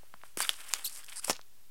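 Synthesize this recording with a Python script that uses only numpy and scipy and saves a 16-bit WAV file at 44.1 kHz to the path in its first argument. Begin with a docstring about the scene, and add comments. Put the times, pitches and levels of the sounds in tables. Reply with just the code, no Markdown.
"""A card leaves its plastic pocket

Close by in a quiet carpeted room, fingers tap and grip the sleeve of a binder page.
The card rubs along it with a hiss and a rasp. The thin plastic film buckles, so it snaps
and crinkles, and it sticks and slips, so it squeaks. At last the page flops down as the
card comes free."""
import sys
import numpy as np
from scipy import signal
from scipy.fft import rfft, irfft, next_fast_len
from scipy.io import wavfile
from scipy.ndimage import map_coordinates

SR = 44100
rng = np.random.default_rng(int(sys.argv[2]) if len(sys.argv) > 2 else 0)


def unload_wav(signal):
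    """Save mono or channel-first audio to the path in sys.argv[1] as 16-bit WAV at rate SR, clipped to [-1, 1]."""
    wavfile.write(
        sys.argv[1],
        SR,
        np.round(np.clip(np.atleast_2d(signal).T, -1, 1) * 32767).astype(np.int16),
    )


N = 74970

# Tone of the room's steady noise and of its echo: (frequency [Hz], gain [dB])
BACKGROUND_TONE = [(20, -8.5), (45, -11), (70, -9.5), (150, -20.5), (400, -24), (2000, -25.5), (15500, -25)]
ECHO_TONE = [(100, -5.5), (600, -3.5), (2500, 3), (7000, 0.5), (15000, -41)]

# Soft knocks: (time [s], level [dB], pitch [Hz], fade time [s]). A fade time is a drop of 60 dB.
TAP_EVENTS = [(0.0324, -49.5, 556, 0.025), (0.14, -32, 1040, 0.0091), (0.1402, -50, 171, 0.045),
              (0.2356, -32.5, 1030, 0.01), (0.3719, -29.5, 319, 0.027), (1.327, -42, 75, 0.051),
              (1.393, -33, 980, 0.0073)]
# The notes inside one knock: (pitch [ratio], level [dB], fade time [ratio])
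TAP_NOTES = [(.2, -21, 1.35), (.65, -10.5, 1.53), (1, -2.5, 0.98), (1.5, 2, 0.34)]
# Tone a fingertip gives a knock: (frequency [Hz], gain [dB])
FINGER_TONE = [(100, -3.5), (400, 1), (1600, 0), (2600, 1.5), (5000, 9)]

# Small ticks of the film: (time [s], peak level [dB], centre frequency [Hz])
CRINKLE_EVENTS = [(0.1413, -47, 2900), (0.2155, -47.5, 2260), (0.3733, -21.5, 8850), (0.3737, -31, 1730),
                  (0.416, -23, 9000), (0.4499, -27, 2160), (0.5414, -33.5, 3630), (0.6059, -38, 3230),
                  (0.7017, -37, 1800), (0.7318, -31, 6060), (0.8972, -31.5, 8300), (0.961, -35, 6540),
                  (1.045, -34.5, 8600), (1.0645, -36.5, 7100), (1.0846, -39, 2700), (1.0894, -38, 2640),
                  (1.097, -33.5, 7500), (1.1216, -36.5, 2570), (1.126, -35, 2600), (1.1314, -40, 2420),
                  (1.2255, -44, 8900), (1.2737, -36, 8100), (1.3311, -26, 5040), (1.3523, -39, 4000),
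                  (1.359, -39, 2880), (1.366, -34, 4250), (1.414, -39.5, 4060)]
# Notes of the taut pocket under the pull: (time of peak [s], pitch [Hz], level [dB])
POCKET_NOTES = [(.426, 4690, -39), (.43, 2220, -42), (.443, 3560, -42.5), (.452, 1480, -44)]

# Four squeaky sounds of the film: (time [s], slip rate [1/s], level [dB])
SQUEAK_PATH = [(.841, 3600, -54), (.847, 4100, -35), (.851, 4100, -33.5), (.8555, 3800, -34.5),
               (.8595, 2480, -34.5), (.864, 2800, -34.5), (.867, 3800, -35), (.871, 4800, -40),
               (.874, 4000, -39), (.877, 4500, -35), (.881, 4480, -38), (.887, 4550, -54)]
FAINT_PATH = [(1.029, 1467, -60), (1.037, 1667, -52), (1.046, 1810, -57)]
CREAK_PATH = [(1.158, 945, -43.5), (1.167, 929, -41), (1.178, 835, -42), (1.191, 1067, -40.5),
              (1.197, 1497, -37), (1.207, 1580, -61)]
CHIRP_PATH = [(1.241, 2425, -66), (1.244, 2176, -35.5), (1.2465, 2140, -30.5), (1.2485, 3050, -32),
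              (1.25, 2900, -61)]
# Tone the film gives them: (frequency [Hz], gain [dB])
SQUEAK_TONE = [(1500, -21), (2700, -1), (4400, 7.5), (9500, 3), (12200, 12), (13500, -5)]
FAINT_TONE = [(5200, 2), (7000, -19)]
CREAK_TONE = [(500, -25), (1400, -7.5), (2600, -15), (3600, -18.5), (4800, -1.5), (6600, -11.5),
              (8600, 2.5), (11000, -3), (12500, -27)]

# The page touching down: (time [s], thud level [dB], smack level [dB], rough fade time [s])
SLAP_EVENTS = [(1.2788, -47.5, -45, 0.091), (1.2967, -20.5, -21.5, 0.024), (1.303, -34, -25, 0.044),
               (1.3081, -29.5, -28, 0.031)]
# Tone of its low thud and its bright smack: (frequency [Hz], gain [dB])
THUD_TONE = [(40, -12), (110, -21), (165, -4), (300, -4), (560, 2), (850, 1.5), (1300, -4.5), (2400, -11),
             (5000, -44)]
SMACK_TONE = [(600, -50), (1900, -15), (2400, 4.5), (4200, -1), (5300, 10.5), (7000, 7.5), (10000, -4),
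              (12500, -7), (16000, -12)]
# Brief notes that colour the quick slaps: (pitch [Hz], level [dB])
SLAP_NOTES = [(527, -39), (617, -40), (820, -39), (990, -39), (1250, -43), (5309, -42)]

# Snaps of the buckling film: (time [s], level [dB], rise time [s])
SNAP_EVENTS = [(0.4041, -19.5, 0.00011), (0.4925, -5.5, 0.0005), (0.7369, -13, 0.000018)]
# One list of notes for each snap: (pitch [Hz], level [dB], fade time [s])
SNAP_NOTES = [
    [(794, -4, 0.0098), (1125, -0.5, 0.0076), (1586, -3.5, 0.018), (2830, 1, .002), (8000, 9, 0.0023),
     (10500, 10, 0.0019)],
    [(574, -31, 0.013), (1350, -13.5, 0.0069), (1920, -13, 0.0063), (2953, 1.5, 0.004), (3410, 5, 0.0037),
     (5130, 2.5, 0.0013), (7770, -7, 0.0035), (11020, 0, 0.0029)],
    [(1040, -9, 0.0051), (2520, -1, 0.0038), (3120, -9, 0.0049), (3500, -11.5, 0.011), (4750, 0.5, 0.0029),
     (5520, -7.5, 0.0053), (6260, -6.5, 0.007), (7170, 1, 0.0054), (9140, -2.5, 0.0048),
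     (12200, 3, 0.00066)],
]
# Tone of the soft wash of room sound after each snap: (frequency [Hz], gain [dB])
WASH_TONE = [(170, -25), (350, -7), (5000, 3.5), (10000, -2.5), (16000, -11)]

# The card rubbing on the film: (time [s], hiss level [dB], rasp level [dB])
SLIDE_LEVELS = [(.22, -76, -71), (.25, -63, -61.5), (.32, -68.5, -75), (.368, -92, -69), (.373, -44.5, -55),
                (.385, -32.5, -42), (.398, -42.5, -48.5), (.409, -32, -35), (.428, -38.5, -39.5),
                (.448, -40, -48.5), (.48, -48.5, -50.5), (.56, -55.5, -56.5), (.605, -51, -51.5),
                (.66, -58, -55.5), (.692, -44, -49.5), (.725, -56.5, -51.5), (.765, -46, -46),
                (.82, -53.5, -57), (.9, -53, -57), (.94, -48, -58.5), (1.0, -51.5, -56.5), (1.06, -63, -67),
                (1.09, -54, -57), (1.13, -51.5, -57), (1.155, -56, -54.5), (1.212, -66, -70),
                (1.245, -41, -45.5), (1.262, -51.5, -57.5), (1.28, -35.5, -44), (1.31, -34, -41),
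                (1.335, -58.5, -65), (1.365, -65, -51), (1.385, -101, -97)]
# Tone of the high hiss and the lower rasp: (frequency [Hz], gain [dB])
HISS_TONE = [(1500, -17), (3500, -17.5), (5000, -4), (6500, -7), (8700, 2), (10500, -3), (12200, -4),
             (14000, -24), (16000, -18)]
RASP_TONE = [(80, -60), (300, -17.5), (850, -6), (1250, -1), (2000, -3), (3100, -1.5), (4200, -10.5),
             (7000, -16.5)]

BACKGROUND_DB, TOP_HZ, ZERO_OFFSET = -63.5, 15900, -.0055
ECHO_DB, SNAP_ECHO_DB, ECHO_FADE_S, ECHO_BUILD_S = -16.5, -21.5, 0.19, 0.0036
CRINKLE_FADE_S, CRINKLE_STEP_OCTAVES, CRINKLE_SLOPE_DB = .014, 0.63, 5.5
POCKET_SWELL_S, POCKET_WAVER_HZ = .012, 130
SLAP_NOTE_FADE_S, WASH_FADE_S, WASH_DB = .062, 0.18, -38.5
CATCHES_PER_S, CATCH_SPREAD_DB, CATCH_SHARE = 1300, 6, 0.5


def amp(db):
    """Turn decibels into a number to multiply by."""
    return 10 ** (np.asarray(db) / 20)


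def unit(x):
    """Scale a sound to an average strength (rms) of 1."""
    return x / np.sqrt(np.mean(x ** 2) + 1e-20)


def curves(rows):
    """Give each column after the time one value per sample."""
    times, *columns = np.transpose(rows)
    return [np.interp(np.arange(N) / SR, times, column) for column in columns]


def wobble(rate):
    """A smooth curve through `rate` random values a second."""
    values = rng.standard_normal(int(N * rate / SR) + 4)
    return map_coordinates(values, [np.arange(N) * rate / SR])


def colour(x, tone):
    """Make some frequencies louder and others softer, following a tone table."""
    size = 2 ** int(np.ceil(np.log2(2 * len(x))))
    hz, db = np.transpose(tone)
    gain_db = np.interp(np.log(np.fft.rfftfreq(size, 1 / SR) + 1), np.log(hz + 1), db)
    cepstrum = irfft(np.log(amp(gain_db)))
    # folding this in half keeps the filter from ringing before a sound starts
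    cepstrum[1:size // 2] *= 2
    cepstrum[size // 2 + 1:] = 0
    return irfft(rfft(x, size) * np.exp(rfft(cepstrum)))[:len(x)]


def burst(fade_s, tone):
    """A puff of noise that dies away in roughly fade_s seconds."""
    fade = amp(-60 * np.arange(SR // 10) / SR / fade_s)
    puff = fade * rng.standard_normal(len(fade))
    even = irfft(np.exp(1j * np.angle(rfft(puff))))  # all frequencies equally strong
    return unit(colour(even * np.sqrt(fade), tone)) * np.sqrt(np.mean(fade ** 2))


def fading_notes(notes, rise_s):
    """Several notes start together and fade; every second wave is flipped."""
    t = np.arange(SR // 10) / SR
    waves = sum((-1) ** k * amp(db - 60 * t / fade_s) * np.sin(2 * np.pi * hz * t)
                for k, (hz, db, fade_s) in enumerate(notes))
    return (1 - np.exp(-t / rise_s)) * waves


def add(out, time, x):
    """Mix x into out, starting at a time in seconds."""
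    part = out[round(time * SR):][:len(x)]
    part += x[:len(part)]


def background():
    """The quiet room has a steady low rumble and a faint hiss."""
    return amp(BACKGROUND_DB) * unit(colour(rng.standard_normal(N), BACKGROUND_TONE))


def room_echo(x):
    """The walls send back a short wash of sound."""
    t = np.arange(SR // 3) / SR
    tail = rng.standard_normal(len(t)) * amp(-60 * t / ECHO_FADE_S) * (1 - np.exp(-t / ECHO_BUILD_S))
    return colour(signal.fftconvolve(x, tail / np.linalg.norm(tail))[:N], ECHO_TONE)


def finger_taps():
    """Fingertips and the binder itself knock dully."""
    out = np.zeros(N)
    for time, db, hz, fade_s in TAP_EVENTS:
        notes = [(hz * ratio, level, fade_s * life) for ratio, level, life in TAP_NOTES]
        add(out, time, amp(db) * fading_notes(notes, rise_s=0.000085))
    return colour(out, FINGER_TONE)


def film_crinkles():
    """The film crinkles in many small ticks, each a tiny puff of noise."""
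    out = np.zeros(N)
    for time, db, hz in CRINKLE_EVENTS:
        # strongest at hz, falling gently below it and steeply above
        band = [(hz * 2 ** (k * CRINKLE_STEP_OCTAVES), -CRINKLE_SLOPE_DB * (k * k if k > 0 else -k))
                for k in range(-6, 4)]
        tick = burst(CRINKLE_FADE_S, band)
        add(out, time - CRINKLE_FADE_S / 20, amp(db) * tick / np.abs(tick).max())
    return out


def pocket_ringing():
    """Rubbing makes the taut film ring; each note swells, wavers and fades."""
    t = np.arange(N) / SR
    out = np.zeros(N)
    for time, hz, db in POCKET_NOTES:
        phase = 2 * np.pi * np.cumsum(hz + POCKET_WAVER_HZ * wobble(600)) / SR
        swell = np.exp(-((t - time) / POCKET_SWELL_S) ** 2)
        out += amp(db + 1.1 * wobble(400)) * swell * unit(np.sin(phase))
    return out


def squeak(path, tone, jitter, flutter_db, scrape_db):
    """The film sticks and slips so fast that the uneven pulses make a note, with a scraping hiss."""
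    span = slice(round(path[0][0] * SR), round(path[-1][0] * SR))
    rate, db = (curve[span] for curve in curves(path))
    rate = rate * np.exp(jitter * wobble(1500)[span])
    phase = 2 * np.pi * np.cumsum(rate) / SR
    pulses = sum(np.cos(k * phase) * (k * rate < TOP_HZ) for k in np.arange(1, 20))
    note = unit(colour(pulses * amp(flutter_db * wobble(700)[span]), tone))
    scrape = unit(colour(rng.standard_normal(N)[span], HISS_TONE))
    out = np.zeros(N)
    out[span] = amp(db) * (note + amp(scrape_db) * scrape)
    return out


def page_flop():
    """The page brushes down and lands in three quick slaps, coloured by brief notes."""
    out = np.zeros(N)
    for time, thud_db, smack_db, fade_s in SLAP_EVENTS:
        add(out, time, amp(thud_db) * burst(fade_s, THUD_TONE))
        add(out, time, amp(smack_db) * burst(fade_s, SMACK_TONE))
    notes = [(hz, db, SLAP_NOTE_FADE_S) for hz, db in SLAP_NOTES]
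    add(out, SLAP_EVENTS[0][0], fading_notes(notes, rise_s=0.00074))
    return out


def film_snaps():
    """The film buckles with a sharp snap, and a soft wash of room sound fades after it."""
    out = np.zeros(N)
    for (time, db, rise_s), notes in zip(SNAP_EVENTS, SNAP_NOTES):
        snap = -amp(db) * fading_notes(notes, rise_s)
        wash = amp(WASH_DB) * burst(WASH_FADE_S, WASH_TONE)
        add(out, time, snap + wash)
    return out


def rub(tone, flutter_db=2.5):
    """Rubbing surfaces catch in tiny clicks over a smooth rush of noise."""
    clicks = (rng.random(N) < CATCHES_PER_S / SR) * rng.choice([-1, 1], N)
    strength = amp(CATCH_SPREAD_DB * np.minimum(rng.exponential(size=N), 3))
    catches = np.sqrt(CATCH_SHARE) * unit(clicks * strength)
    rush = np.sqrt(1 - CATCH_SHARE) * rng.standard_normal(N)
    return unit(colour(catches + rush, tone) * amp(flutter_db * wobble(110)))


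def card_slide():
    """The card rubs along the pocket with a high hiss and a lower rasp."""
    hiss_db, rasp_db = curves(SLIDE_LEVELS)
    return amp(hiss_db) * rub(HISS_TONE) + amp(rasp_db) * rub(RASP_TONE)


def scene():
    """Mix the handling, its echo and the background into one channel."""
    squeaks = (squeak(SQUEAK_PATH, SQUEAK_TONE, jitter=.028, flutter_db=1.2, scrape_db=-7)
               + squeak(FAINT_PATH, FAINT_TONE, jitter=0.056, flutter_db=4, scrape_db=-13)
               + squeak(CREAK_PATH, CREAK_TONE, jitter=0.089, flutter_db=2.5, scrape_db=-23)
               + squeak(CHIRP_PATH, CREAK_TONE, jitter=0.022, flutter_db=-1.5, scrape_db=-4.5))
    handling = card_slide() + pocket_ringing() + film_crinkles() + finger_taps() + page_flop() + squeaks
    snaps = film_snaps()
    room_noise = background()
    echo = room_echo(amp(ECHO_DB) * handling + amp(SNAP_ECHO_DB) * snaps)
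    return (handling + snaps + echo + room_noise)[None]


def record(dry):
    """Cut everything above TOP_HZ and shift the wave slightly below zero."""
    size = next_fast_len(N + SR // 2)
    kept = np.fft.rfftfreq(size, 1 / SR) < TOP_HZ
    return irfft(rfft(dry, size) * kept, size)[:, :N] + ZERO_OFFSET


dry = scene()
out = record(dry)
unload_wav(out)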